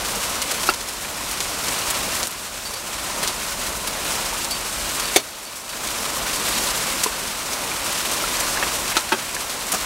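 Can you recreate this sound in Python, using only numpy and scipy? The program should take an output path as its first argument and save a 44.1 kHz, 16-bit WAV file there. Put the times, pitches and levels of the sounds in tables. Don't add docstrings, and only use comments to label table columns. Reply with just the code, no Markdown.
import sys
import numpy as np
from scipy import signal
from scipy.fft import rfft, irfft
from scipy.io import wavfile
from scipy.ndimage import uniform_filter1d

SR = 44100
rng = np.random.default_rng(int(sys.argv[2]) if len(sys.argv) > 2 else 0)


def boost(x):
    u = np.asarray(x, float) / 20
    return 10 ** u


def transcribe(signal):
    frames = np.atleast_2d(signal).T
    limited = np.clip(frames, -1, 1)
    pcm = np.round(limited * 32767).astype(np.int16)
    wavfile.write(sys.argv[1], SR, pcm)


N = 434385
WALL_ECHO_S, WALL_ECHO_DB = .0055, -6.


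def unit(x):
    return x / np.sqrt(np.mean(x ** 2))


def colour(x, points, lo_hz, hi_hz):
    hz = np.maximum(np.arange(N // 2 + 1) * SR / N, 1)
    at, db = np.transpose(points)
    gain_db = np.interp(np.log(hz), np.log(at), db, left=-70, right=-70)
    spectrum = rfft(x) * boost(gain_db)
    inside = irfft(spectrum * (hz > lo_hz) * (hz < hi_hz), N)
    return irfft(spectrum, N) / np.std(inside)


def walk(rate):
    k = int(SR / rate)
    held = np.repeat(rng.standard_normal(N // k + 1), k)
    slewed = uniform_filter1d(uniform_filter1d(held, k), k)
    return unit(slewed[:N])


def ring(x, hz, t60):
    pole = np.exp(2j * np.pi * min(hz, SR / 2.3) / SR - np.log(1000) / (max(t60, 1e-4) * SR))
    return signal.lfilter([1], [1, -pole], x).imag


def burst(noise, length, tail):
    t = np.arange(len(noise)) / SR
    return noise * np.exp(-np.maximum(t - max(length, 0), 0) / tail)


def stones(count, spread_db, top_db):
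    when, size, sign = rng.random((count, 3)).T
    level_db = np.minimum(-spread_db * np.log(size), top_db)
    hits = np.zeros(N)
    np.add.at(hits, (when * N).astype(int), np.sign(sign - .5) * boost(level_db))
    return hits


def wall_echo(x):
    return boost(WALL_ECHO_DB) * np.roll(x, int(WALL_ECHO_S * SR))


def add(out, s, x, db):
    i = int(s * SR)
    x = x[:N - i]
    out[i:i + len(x)] += x * boost(db) / np.max(np.abs(x))


# frequency in Hz, density in dB per Hz.
RUMBLE_SPECTRUM = [(15, -12), (45, 4.5), (58, 2.5), (70, 0), (100, -6.5), (170, -7.5), (220, -8)]


def rumble():
    return colour(rng.standard_normal(N), RUMBLE_SPECTRUM, 30, 110)


# frequency in Hz, density in dB per Hz.
DRUM_SPECTRUM = [(59, -38), (100, -6.5), (215, -0.5), (448, -1.5), (580, 2), (742, 0), (1030, 2.5),
                 (1570, -8.5), (2600, -7), (3380, -32), (5720, -120)]


def drumming(grain_db, t60):
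    thuds = 0
    for hz in (220, 380, 620, 1050, 1500, 2300):
        hits = stones(count=1500, spread_db=2.5, top_db=5.5)
        thuds = thuds + unit(ring(hits, hz, t60)) * np.sqrt(hz)
    blur = rng.standard_normal(N) * boost(.8 * walk(12))
    return colour(blur + boost(grain_db) * unit(thuds), DRUM_SPECTRUM, 350, 1800)


# frequency in Hz, density in dB per Hz.
HISS_SPECTRUM = [(710, -30), (1200, -1), (2040, -5), (2650, -3.5), (8530, -5.5), (15000, -15), (16000, -16)]


def hiss(patchy_db, quick_db, tick_db, splat_db, splat_s):
    gust = walk(9)
    t = np.arange(2048) / SR
    swell = t / splat_s * np.exp(1 - t / splat_s)
    puffs = []
    for _ in range(3):
        shatters = np.abs(stones(count=450, spread_db=1.5, top_db=3.5))
        puffs.append(signal.fftconvolve(shatters, swell)[:N])
    bands = 0
    for k, hz in enumerate(1000 * 2 ** np.arange(0, 4.1, .5)):
        band = signal.butter(1, [hz / 1.19, hz * 1.19], "band", fs=SR, output="sos")
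        puff = puffs[0] + puffs[1 + k // 5]
        swing = boost(patchy_db * gust + quick_db * walk(24)) + boost(splat_db) * puff
        bands = bands + np.sqrt(hz) * unit(signal.sosfilt(band, rng.standard_normal(N))) * swing
    ticks = unit(stones(count=7000, spread_db=5.0, top_db=15.5))
    ticks = ticks + wall_echo(ticks)
    return colour(unit(bands) + boost(tick_db) * ticks, HISS_SPECTRUM, 2500, 12000)


# start in seconds, peak in dB, upper mode in Hz,
# lower mode in Hz, lower mode peak in dB.
BOARD_KNOCKS = [
    (0.167, -26, 1000, 457, -27),
    (0.637, -19, 939, 350, -30),
    (4.329, -22, 939, 520, -29),
    (6.169, -21, 1120, 540, -28),
    (7.0615, -13.5, 1050, 405, -14),
    (8.239, -16, 1370, 552, -36),
    (8.572, -13, 1730, 525, -45),
    (9.366, -17.5, 1780, 560, -41),
    (9.442, -26, 821, 511, -45),
]


def knocks(upper_t60, lower_t60, tail):
    out = np.zeros(N)
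    noise = rng.standard_normal((len(BOARD_KNOCKS), 5000))
    for (s, db, upper_hz, lower_hz, lower_db), push in zip(BOARD_KNOCKS, noise):
        push = burst(push ** 3, .0026, tail)
        push[0] += 60.0
        add(out, s, ring(push, upper_hz, upper_t60), db)
        add(out, s, ring(push, lower_hz, lower_t60), lower_db)
    return out


# frequency in Hz, t60 in seconds.
RAIL_MODES = [(4697, .19), (4542, .24), (4405, .14), (5250, .15), (2390, .016)]
# start in seconds, peak in dB.
RAIL_PINGS = [
    [(.4145, -30), (1.6372, -30), (2.2293, -33), (2.658, -31), (2.7554, -29), (3.2745, -30), (3.8726, -25),
     (4.5114, -24)],
    [(2.651, -28), (2.7352, -29), (3.27, -29), (4.5082, -24), (4.9944, -26), (5.04, -25), (5.2864, -35),
     (5.4514, -34), (5.6905, -31), (6.3296, -29), ],
    [(4.5082, -30), (5.1794, -30), (6.5301, -23), (8.4262, -29)],
    [(4.5082, -30), (4.9944, -28)],
    [(.2014, -28), (1.048, -27), (1.2256, -22), (1.7204, -27), (6.2794, -27), (7.7144, -16)],
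]


def pings(rattle_s):
    out = np.zeros(N)
    for (hz, t60), hits in zip(RAIL_MODES, RAIL_PINGS):
        for (s, db), push in zip(hits, rng.standard_normal((len(hits), 10000))):
            add(out, s, ring(burst(push, 0, rattle_s), hz, t60), db - 1.5)
    return out


# start in seconds, splinters in dB,
# colour in Hz, bright spray under them in dB.
WET_BURSTS = [(.6953, -4, 2670, -18), (.8061, -12.5, 5390, -19), (1.049, -14, 2440, -20),
              (1.0977, -18, 5430, -22), (1.6382, -9.5, 4690, -15), (1.682, -4, 6000, -23),
              (1.722, -13, 2330, -11), (2.1266, -17, 2200, -15), (2.6519, -16, 4540, -18),
              (2.7362, -12.5, 4690, -14), (3.2294, -5.5, 3990, -13.5), (3.8734, -8.5, 4700, -13),
              (4.5092, -12, 4700, -11), (5.1606, 2, 2370, -10), (5.8696, -9, 6770, -28),
              (6.1733, -21, 2600, -22), (6.482, -8, 8600, -19), (6.6355, -7, 6500, -16),
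              (7.2285, -16, 4490, -17), (7.7154, -25, 2470, -18), (8.0506, -5.5, 3250, -18),
              (8.3689, -19, 2980, -13), (8.4003, -6, 6040, -16), (8.6272, -4, 2450, -23),
              (8.747, -12, 2200, -14), (8.9161, -8.5, 2490, -19), (8.9545, -5, 2270, -21),
              (8.968, 0.5, 4180, -35), (9.1216, -2.5, 3360, -22), (9.3454, -7.5, 6970, -19)]
# start in seconds, crack in dB, splinters in dB, colour in Hz.
PAVING_BREAKS = [(.12, -10, -12, 6860), (.4182, -7, -7, 5090), (.5123, -8, -7.5, 6650),
                 (.6331, -9, -7.5, 2970), (.6709, -10, -6, 4330), (.7384, -8, -11, 4440),
                 (.8866, -11, -13, 6980), (1.3135, -8, -11, 6940), (1.4047, -5, -9.5, 4300),
                 (1.9024, -5, -5, 8620), (2.2307, -1, -11, 4760), (2.2715, -4, -12, 8240),
                 (2.309, -11, -16, 9810), (3.2761, -1, -6, 4900), (3.5233, -12, -17, 7290),
                 (4.121, -6, -11, 5970), (4.4464, -5, -11, 5850), (4.8923, -11, -13, 7250),
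                 (4.9973, -8, -6.5, 5300), (5.6923, -17, -16, 4540), (6.3332, -8, -7.5, 4570),
                 (6.7054, -8, -9, 5500), (7.0344, -7, 0., 6980), (7.5317, -10, -8, 4870),
                 (7.9246, -10, -12, 8240), (8.114, -8, -7, 6050), (8.8793, -8, -12, 4860),
                 (9.4056, -13, -11, 4690), (9.4965, -11, -11, 4680), (9.7195, -10, -3, 8300)]


def splinters(shatter_cycles, shatter_db, tail, spray_db):
    rush = np.zeros(N)
    rows = list(WET_BURSTS) + [(s, db, hz, -16.) for s, _, db, hz in PAVING_BREAKS]
    noise = rng.standard_normal((len(rows), 2, 3000))
    for (s, db, hz, bright_db), (pieces, spray) in zip(rows, noise):
        pieces, spray = burst(pieces, .009, tail), burst(spray, .009, tail)
        add(rush, s, ring(pieces, hz, shatter_cycles / hz), db + shatter_db)
        add(rush, s, ring(spray, 9600.0, 0.00053), db + bright_db + spray_db)
    return rush


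# start in seconds, peak in dB.
ICE_CHIPS = [(.2044, -12), (.2536, -12), (.5984, -10), (1.2642, -15), (1.4275, -10), (2.154, -7),
             (2.3258, -17), (3.3636, -14), (3.4259, -13), (3.7273, -14), (4.4872, -11), (5.0561, -10),
             (5.1638, -2), (5.1663, 0), (5.1681, 1), (5.4525, -15), (5.875, -12), (5.8882, -10),
             (5.9877, -11), (7.0379, -4), (7.0395, -2), (7.3858, -14), (7.7007, -11), (8.2122, -9),
             (8.2242, -9), (8.3694, -7), (8.9683, -1), (8.9738, -3), (9.3134, -12), (9.3289, -12)]


def cracks(turns):
    out, t = np.zeros(N), np.arange(-24, 24) / SR
    ice_hz, chip_hz, chip_scatter = 8200, 6300, .14
    breaks = [(s, db, np.sqrt(hz * ice_hz)) for s, db, _, hz in PAVING_BREAKS]
    echoes = [(s + WALL_ECHO_S, db + WALL_ECHO_DB, hz) for s, db, hz in breaks]
    pitches = chip_hz * np.exp(chip_scatter * rng.standard_normal(len(ICE_CHIPS)))
    chips = [(s, db, hz) for (s, db), hz in zip(ICE_CHIPS, pitches)]
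    for s, db, hz in breaks + echoes + chips:
        swing = np.sin(2 * np.pi * hz * t + .5) * np.exp(-(t * hz / turns) ** 2)
        add(out, s - 21 / SR, swing, db - .7)
    return out


# start in seconds, peak in dB, rattle length in ms, rattle in dB.
PANEL_BLOWS = [
    (0.6897, -0.5, 2., -23),
    (5.1608, 4, 6.8, -13.5),
    (8.627, -5, 5., -14),
    (8.9674, -3.5, 3., -10.5),
    (9.1199, -5, 13.6, -6.5),
    (9.7376, -5, 12.5, -4),
]
# frequency in Hz, width in Hz, level in dB.
PANEL_MODES = [
    [(392, 72, -12), (870, 43, -8), (1360, 56, 4), (1600, 65, -17), (2700, 86, -9), (4600, 360, -13)],
    [(420, 24, -2), (560, 130, -4), (698, 110, 1), (2270, 73, 0), (3580, 220, -3), (4550, 210, -4),
     (6220, 630, -4.5)],
    [(370, 80, -17), (1330, 210, -8), (1720, 200, 6), (2060, 120, -4), (2570, 200, -8), (5200, 1500, -14)],
    [(352, 85, -6), (890, 50, 1), (1370, 110, 2), (2510, 85, -6), (4200, 240, -4.5)],
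    [(236, 50, -7), (378, 42, 1), (620, 130, -10), (906, 35, -1), (1270, 200, -7.5), (1570, 93, -1.5),
     (1930, 97, -10), (2560, 70, -9), (3200, 130, -9)],
    [(230, 60, -1), (392, 70, -3), (820, 150, -8), (1300, 120, -5), (1660, 200, -5), (2600, 400, -9),
     (6500, 4300, -10)],
]


def blows(tail, contact_ms):
    out = np.zeros(N)
    noise = rng.standard_normal((len(PANEL_BLOWS), 6000))
    t = np.arange(6000) / SR / (contact_ms / 1e3)
    contact = t * np.exp(-t) * 1e3 / (contact_ms * SR)
    for (s, db, ms, rattle_db), modes, push in zip(PANEL_BLOWS, PANEL_MODES, noise):
        rattle = burst(push * np.abs(push), ms / 1e3, tail) * boost(rattle_db) / 13
        push = rattle + contact + wall_echo(contact)
        panel = 0
        for hz, width, mode_db in modes:
            t60 = np.log(1000) / np.pi / width
            panel = panel + boost(mode_db) * width * ring(push, hz, t60)
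        add(out, s, panel, db)
    return out


# start in seconds, gain in dB.
GAIN_DUCKS = [(-.05, -1), (.7, -5.5), (2.235, -8), (3.285, -5), (4.15, -2.5), (5.175, -8.5), (6.72, -1),
              (7.05, -3), (8.66, -1.5), (8.975, -4.5), (9.14, -1)]


def ducking(t):
    fall_s, hold_s, creep_db_per_s = 0.05, 0.47, 9
    dips = []
    for s, db in GAIN_DUCKS:
        fall = np.clip((t - s) / fall_s, 0, 1) * db
        dips.append(fall + creep_db_per_s * np.maximum(t - s - hold_s, 0))
    return np.minimum(np.min(dips, axis=0), 0)


# time in seconds, fall of hail in dB, wind in dB.
STORM_COURSE = [(0, -26.5, -41), (.6, -27, -44), (1.2, -25.5, -40), (1.65, -26, -44), (1.93, -26.5, -42),
                (2.95, -24.5, -39.5), (3.25, -24.5, -40), (3.7, -24.5, -37), (4.3, -25.5, -42),
                (4.75, -27.5, -41), (5.05, -27.5, -45), (5.55, -28, -45), (5.85, -22.5, -40),
                (6.15, -23.5, -41), (6.6, -24.5, -41), (7.8, -26.5, -45.5), (8.6, -25.5, -41.5),
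                (9.85, -26.5, -45)]


def scene():
    t = np.arange(N) / SR
    s, *columns = np.transpose(STORM_COURSE)
    fall_db, wind_db = (np.interp(t, s, c) for c in columns)
    calm_db = -41.5
    drum_db = fall_db - 5 + 0.067 * (wind_db - calm_db)
    far = boost(wind_db) * rumble()
    far += boost(drum_db) * drumming(grain_db=-14.0, t60=0.012)
    far += boost(fall_db) * hiss(patchy_db=.4, quick_db=.8, tick_db=-11, splat_db=-14.5, splat_s=.005)
    near = knocks(upper_t60=0.015, lower_t60=0.054, tail=0.0044)
    near += pings(rattle_s=0.0035)
    near += splinters(shatter_cycles=3.2, shatter_db=-8, tail=0.0041, spray_db=5.0)
    near += cracks(turns=.58)
    near += blows(tail=0.012, contact_ms=0.035)
    near = signal.sosfilt(signal.butter(4, 250, "high", fs=SR, output="sos"), near)
    return np.tile(boost(ducking(t)) * far + near, (2, 1))


def low_pass(x):
    return signal.sosfilt(signal.butter(12, 16430, fs=SR, output="sos"), x)


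def record(dry):
    clipped = np.clip(dry, -1, 1)
    top_cut = signal.ellip(10, .1, 14, 15780, fs=SR, output="sos")
    mix = signal.sosfiltfilt(top_cut, clipped)
    return low_pass(mix)


dry = scene()
out = record(dry)
transcribe(out)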